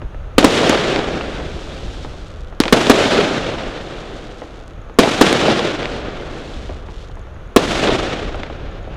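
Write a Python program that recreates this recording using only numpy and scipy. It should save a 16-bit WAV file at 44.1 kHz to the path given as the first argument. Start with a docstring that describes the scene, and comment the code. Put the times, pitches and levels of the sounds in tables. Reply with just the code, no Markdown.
"""Roman candles over a night field

Shots thump out of their tubes, climb on fizzing tails and burst. Each burst and its ground bounce
overload the microphone, then roll back from trees, buildings and hills.
Light wind rumbles underneath, and some small animal chirps faintly in the lulls."""
import sys
import numpy as np
from scipy import signal
from scipy.fft import rfft, irfft, next_fast_len
from scipy.io import wavfile

SR = 44100
rng = np.random.default_rng(int(sys.argv[2]) if len(sys.argv) > 2 else 0)


def wav_out(sig):
    """Save sig, one row per channel (or a flat mono array), as 16-bit PCM at SR to the path in sys.argv[1]."""
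    wavfile.write(sys.argv[1], SR, np.round(np.clip(np.atleast_2d(sig).T, -1, 1) * 32767).astype(np.int16))


N = 395136

# Shells bursting overhead: t/s, blast/dB, ground bounce lag/ms, roll/dB, tree delay/s, tree echo/dB,
# send to near walls/dB, to middle wall/dB, to far walls/dB, extra lag of middle and far echoes/s
BURSTS = [(0.3813, 14.5, 4.24, -.5, 0.25, -17.5, -0.5, -2, -0.5, 0),
          (0.4436, 19, 3.95, -2, 0.28, -20, -21, -18, -13, 0.025),
          (2.7253, 14.5, 4.5, 0, 0.33, -20, -0.5, -12, -1.5, .027),
          (2.8974, 22, 4.15, -1, 0.29, -17, -7, -20, -18, .02),
          (4.9875, 20, 4.4, 1.5, .328, -29, 1.5, 3, -3, .039),
          (5.2116, 18, 4.2, -1, 0.27, -16.5, -19, -21, -6, .008),
          (7.562, 22, 4.55, -1, 0.33, -16, -10, -1.5, 0, .042)]
# Lift charges firing in the tubes: t/s, blast/dB, roll/dB, roll tilt/(dB per octave)
LIFTS = [(0.6953, -2, -7, -2), (2.6023, 3.5, -9, 0), (5.328, -2, -15.5, -2.5)]


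def from_db(db):
    """Decibels to gain."""
    return 10 ** (np.asarray(db) / 20)


def rms_one(x):
    """Scale to unit power."""
    return x / np.sqrt(np.mean(x ** 2) + 1e-20)


def add(out, s, sound):
    """Mix a sound in at s seconds."""
    at = max(round(s * SR), 0)
    out[at:at + len(sound)] += sound[:max(N - at, 0)]


def seconds(count):
    """Time axis of so many samples."""
    return np.arange(count) / SR


def at_hz(points, hz):
    """Read an EQ curve on a log-frequency axis."""
    f, db = np.transpose(points)
    return np.interp(np.log(hz + 1), np.log(f), db)


def coloured(x, spectrum):
    """EQ a white signal, keeping its power."""
    size = next_fast_len(len(x))
    gain = rms_one(from_db(at_hz(spectrum, np.linspace(0, SR / 2, size // 2 + 1))))
    return irfft(rfft(x, size) * gain, size)[:len(x)]


def butter(x, hz, kind, order=2):
    """Causal low-, high- or band-pass."""
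    return signal.sosfilt(signal.butter(order, np.clip(hz, 10, .45 * SR), kind, fs=SR, output="sos"), x)


def scatter(count, spread_db):
    """Grainy white noise: many arrivals of uneven strength."""
    return rms_one(rng.standard_normal(count) * from_db(spread_db * rng.standard_normal(count)))


def flutter(count, per_s, depth_db):
    """A gain that wanders at random."""
    knots = rng.standard_normal(4096)
    return rms_one(from_db(depth_db * np.interp(seconds(count) * per_s, np.arange(len(knots)), knots)))


def swell(t, centre_s, spread_s):
    """A bell-shaped rise and fall."""
    return np.exp(-((t - centre_s) / spread_s) ** 2)


def night_air(wind_trim_db=4.5, hum_db=-40):
    """The bed: lumpy wind on the microphone over the far, steady hum of the countryside."""
    # Fader ride of the breeze: t/s, relative level/dB
    breeze = [(0.0, -28.5), (0.55, -36.5), (1.87, -32), (2.19, -35.5), (5.61, -41), (5.89, -36),
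              (6.86, -38), (7.78, -31), (8.96, -33.5)]
    # Wind rumble EQ: f/Hz, level/dB
    wind_colour = [(12, -6.5), (28, 4), (45, 3), (80, -2), (125, -10), (200, -18.5), (400, -69)]
    # Countryside hum EQ: f/Hz, level/dB
    hum_colour = [(100, 2.5), (200, -1), (520, 2.5), (720, -3), (950, -7.5), (1300, -4), (2000, -14),
                  (3500, -18.5), (5000, -31.5), (6600, -27.5), (7500, -39), (14000, -45)]
    gusts = flutter(N, per_s=16, depth_db=2)
    ride = from_db(wind_trim_db + np.interp(seconds(N), *np.transpose(breeze)))
    wind = coloured(rng.standard_normal(N), wind_colour) * gusts * ride
    return wind + from_db(hum_db) * coloured(rng.standard_normal(N), hum_colour)


def chirps(start_hz=7250, end_hz=6200, length_s=0.0084):
    """A small animal repeats tiny falling whistles at an even pace."""
    # Bouts of chirping: start/s, end/s, repeat/s, level/dB
    bouts = [(4.814, 5.0, .125, -53), (7.081, 7.5, .13, -55), (8.712, 9.0, .1145, -54)]
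    out = np.zeros(N)
    progress = np.linspace(0, 1, round(length_s * SR))
    pitch_hz = start_hz + (end_hz - start_hz) * progress
    whistle = np.sin(2 * np.pi * np.cumsum(pitch_hz) / SR) * np.sin(np.pi * progress)
    for first, end, repeat, db in bouts:
        for s in np.arange(first, end, repeat):
            add(out, s, from_db(db) * whistle)
    return out


def comets(full_db=-50, full_per_s=2000, thinning=2.2, trim_db=3, size_spread_db=3):
    """Climbing shells trail a dense fizz of sparks that thins to separate ticks as the tail burns out."""
    # Tails flaring up and dying down: peak t/s, length/s, flame level/dB
    flares = [(1.6, 1.98, -45), (3.751, 2.1, -47), (5.933, 0.19, -45), (6.44, .95, -47.5),
              (6.996, 0.31, -51)]
    # Spark fizz EQ: f/Hz, level/dB
    fizz_colour = [(500, -40), (1500, -2), (3500, 10), (5000, 2), (7000, -2.5), (10000, -15.5),
                   (14000, -31)]
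    flame = np.zeros(N)
    for s, length, db in flares:
        burnt = np.linspace(0, 1, round(length * SR))
        add(flame, s - length / 2, from_db(db) * np.abs(np.sin(np.pi * burnt)))
    flame = flame * flutter(N, per_s=70, depth_db=1.3) + 1e-9   # the flame sputters
    chance = np.minimum(full_per_s * (flame / from_db(full_db)) ** thinning / SR, 1)
    sizes = rms_one(from_db(size_spread_db * rng.standard_normal(N))) * rng.choice([-1, 1], N)
    sparks = (rng.random(N) < chance) * sizes / np.sqrt(chance)   # equal power at any density
    return coloured(sparks * flame * from_db(trim_db), fizz_colour)


def spits(trim_db=7, band_hz=(3500, 8000)):
    """Lone sparks that snap louder than the rest."""
    # Spark snaps: t/s, relative level/dB
    snaps = [(2.284, -30), (2.408, -29), (4.6795, -25), (7.1551, -32), (7.1945, -33), (8.3574, -26)]
    out = np.zeros(N)
    for s, db in snaps:
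        add(out, s, from_db([db + trim_db]))
    return butter(out + 1e-18, band_hz, "band")


def slap(crack_db, thud_db, decay_s, front=11, crack_hz=(750, 4200), thud_hz=(220, 680)):
    """One short report: a sharp front, then a smear from rough walls and branches."""
    t = seconds(count=4096)
    fade = np.exp(-t / decay_s)
    spike = front * signal.unit_impulse(len(t), round(0.000984 * SR))
    crack = butter(scatter(len(t), spread_db=0) * fade + spike, crack_hz, "band")
    air_hz = 6500 * 2 ** (crack_db / 10)   # faint ones come from afar, dulled
    crack = butter(crack, air_hz, "low")
    thud_fade = fade ** (1 / 2.65)   # the thud outlasts the crack
    thud = butter(rng.standard_normal(len(t)) * thud_fade, thud_hz, "band")
    return from_db(crack_db) * crack / np.abs(crack).max() + from_db(thud_db) * thud / np.abs(thud).max()


def pops():
    """Lone pops between the bursts, from stray stars or odd echoes."""
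    # Lone pops: t/s, crack/dB, thud/dB
    lone_pops = [(.017, -22.5, -23), (.145, -29, -28), (0.9599, -6, -12), (.9903, -11, -8),
                 (2.868, -3, -10), (5.5927, -4, -9.5), (5.8289, -10, -24), (7.098, -30, -40),
                 (7.269, -31, -36), (8.344, -17, -17.5), (8.499, -28, -19), (8.875, -34, -21)]
    out = np.zeros(N)
    for s, crack_db, thud_db in lone_pops:
        add(out, s, slap(crack_db, thud_db, decay_s=.0045))
    return out


def echoes():
    """Slapback off fixed surfaces; a shell's place in the sky sets how strong and how late it comes."""
    # Walls near the firing site: delay/s, crack/dB, thud/dB, decay/s
    near_walls = [(.046, -6.5, -5, 0.008), (0.0849, -12, -5, 0.0021)]
    # A hard wall across the field: same columns
    middle_wall = [(.829, -11, -21, .003)]
    # Distant buildings: same columns
    far_walls = [(1.666, -22, -18.5, .006), (2.144, -27, -27, .0045)]
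    # Surfaces round the tubes, returning the lift charges: same columns
    tube_walls = [(.0155, -14, -37, 0.0053), (.034, -6, -22, 0.0051), (.052, -10.5, -14, .004),
                  (.078, -8.5, -22.5, 0.0083)]
    out, sends = np.zeros(N), []
    for s, _, _, _, tree_delay, tree_db, near_db, middle_db, far_db, lag in BURSTS:
        sends += [(s, near_db, near_walls),
                  (s + lag, middle_db, middle_wall),
                  (s + lag, far_db, far_walls)]
        add(out, s + tree_delay, slap(crack_db=tree_db + 2, thud_db=tree_db + 11, decay_s=0.0034))
    sends += [(s, blast_db, tube_walls) for s, blast_db, _, _ in LIFTS]
    for s, db, walls in sends:
        for delay, crack_db, thud_db, decay_s in walls:
            add(out, s + delay, slap(db + crack_db, db + thud_db, decay_s))
    return out


def roll_envelope(t, field_hold_s=.47, field_fall_db_per_s=30):
    """Close ground, field, tree line and far hills each return their share of a bang; the powers add."""
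    ground = np.exp(-t / 0.0095)
    field = from_db(-18.5 - field_fall_db_per_s * np.maximum(t - field_hold_s, 0))
    trees = from_db(-18) * swell(t, centre_s=0.268, spread_s=0.058)
    hills = from_db(-34) * swell(t, centre_s=1.14, spread_s=0.57)
    return np.sqrt(ground ** 2 + field ** 2 + trees ** 2 + hills ** 2)


def roll(tilt_db, air_db_per_s=18, air_hz=8000, bass_db_per_s=4, bass_hz=200):
    """Countless reflections off the land; the later they come, the more treble the air has taken."""
    # EQ of the rolling tail: f/Hz, level/dB
    roll_colour = [(40, -43), (110, -6), (210, -6.5), (340, -2.5), (560, -3.5), (730, -7.5), (950, -13.5),
                   (1350, -10.5), (2000, -14), (3600, -13.5), (4600, -19.5), (7000, -24), (10000, -34.5),
                   (15000, -48)]
    t = seconds(count=114688)
    arrivals = scatter(len(t), spread_db=2) * flutter(len(t), per_s=93, depth_db=2.08)
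    arrivals *= flutter(len(t), per_s=30, depth_db=1.17)   # they come in lumps
    hz, age, frames = signal.stft(arrivals, SR, nperseg=1024)
    octaves_up = np.log2(np.maximum(hz, 300) / 300)
    colour = rms_one(from_db(at_hz(roll_colour, hz) + tilt_db * octaves_up))
    air_loss = air_db_per_s * (hz / air_hz) ** 1.25
    bass_sustain = bass_db_per_s / (1 + (hz / bass_hz) ** 2)
    damping = from_db(-np.outer(air_loss - bass_sustain, age))
    _, tail = signal.istft(frames * colour[:, None] * damping, SR)
    return tail[:len(t)] * roll_envelope(t)


def boom(delay_s, echo_db, near_db=-11, near_decay_s=0.053, low_hz=(190, 620), rustle_hz=(1100, 4200)):
    """A burst's low body returns at once from close by, then off the tree line with a grainy rustle."""
    t = seconds(count=24000)
    near = from_db(near_db) * np.exp(-t / near_decay_s)
    far = from_db(echo_db) * swell(t, delay_s, spread_s=0.054)
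    body = rms_one(butter(rng.standard_normal(len(t)), low_hz, "band")) * (near + far)
    twigs = scatter(len(t), spread_db=7) * flutter(len(t), per_s=280, depth_db=5)
    rustle = rms_one(butter(twigs, rustle_hz, "band", order=4)) * swell(t, delay_s, spread_s=0.055)
    return body + from_db(echo_db - 7) * rustle


def muzzle(mix_db=-6, decay_s=0.00044, band_hz=(2200, 7000)):
    """Gas tearing out of the tube mouth."""
    t = seconds(count=1024)
    gas = rms_one(butter(rng.standard_normal(len(t)), band_hz, "band"))
    return from_db(mix_db) * gas * np.exp(-t / decay_s)


def casing(mix_db=-20, decay_s=.0045, band_hz=(1100, 4000)):
    """The shell's case tears open: a ragged crack riding on the shock wave."""
    t = seconds(count=2048)
    rip = rms_one(butter(scatter(len(t), spread_db=4.5), band_hz, "band"))
    return from_db(mix_db) * rip * np.exp(-t / decay_s)


def blast(length_ms, bounce_ms, bounce_db=-2, ring_hz=280, ring_q=1.29, low_cut_hz=50, grit=0.099):
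    """An N-shaped shock wave and its ground bounce; the microphone's bass cut makes them ring briefly."""
    t = seconds(count=4096)
    age = t * 1000 / length_ms
    shock = (1 - 2 * age) / (1 + age ** 12)
    shock *= 1 + grit * rng.standard_normal(len(t))   # the front is ragged
    bounce = from_db(bounce_db) * np.interp(t - bounce_ms / 1000, t, shock, left=0)
    w = 2 * np.pi * ring_hz
    resonant_high_pass = signal.bilinear([1, 0, 0], [1, w / ring_q, w * w], SR)
    swing = signal.lfilter(*resonant_high_pass, shock + bounce)
    return butter(swing, low_cut_hz, "high", order=1)


def bangs():
    """The hero hits: short, hard bursts in the air and longer thumps from the tubes, with their tails."""
    out = np.zeros(N)
    for s, blast_db, bounce_ms, roll_db, tree_delay, tree_db, *_ in BURSTS:
        add(out, s, from_db(blast_db) * blast(length_ms=1.82, bounce_ms=bounce_ms))
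        add(out, s, from_db(blast_db) * casing())
        add(out, s, from_db(roll_db) * roll(tilt_db=0))
        add(out, s, boom(tree_delay, tree_db))
    for s, blast_db, roll_db, tilt_db in LIFTS:
        add(out, s, from_db(blast_db) * blast(length_ms=3.0, bounce_ms=0.47))
        add(out, s, from_db(blast_db) * muzzle())
        add(out, s, from_db(roll_db) * roll(tilt_db))
    return out


def scene():
    """The mono mix at the microphone."""
    return (bangs() + echoes() + pops() + comets() + spits() + chirps() + night_air())[None]


def record(dry, dull_hz=12500, cutoff_hz=15200):
    """The microphone dulls the highest treble, the blasts clip flat, and a steep low-pass cuts the top."""
    clipped = np.clip(butter(dry, dull_hz, "low", order=4), -.99, .99)
    return signal.sosfilt(signal.ellip(10, .1, 90, cutoff_hz, fs=SR, output="sos"), clipped)


dry = scene()
out = record(dry)
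wav_out(out)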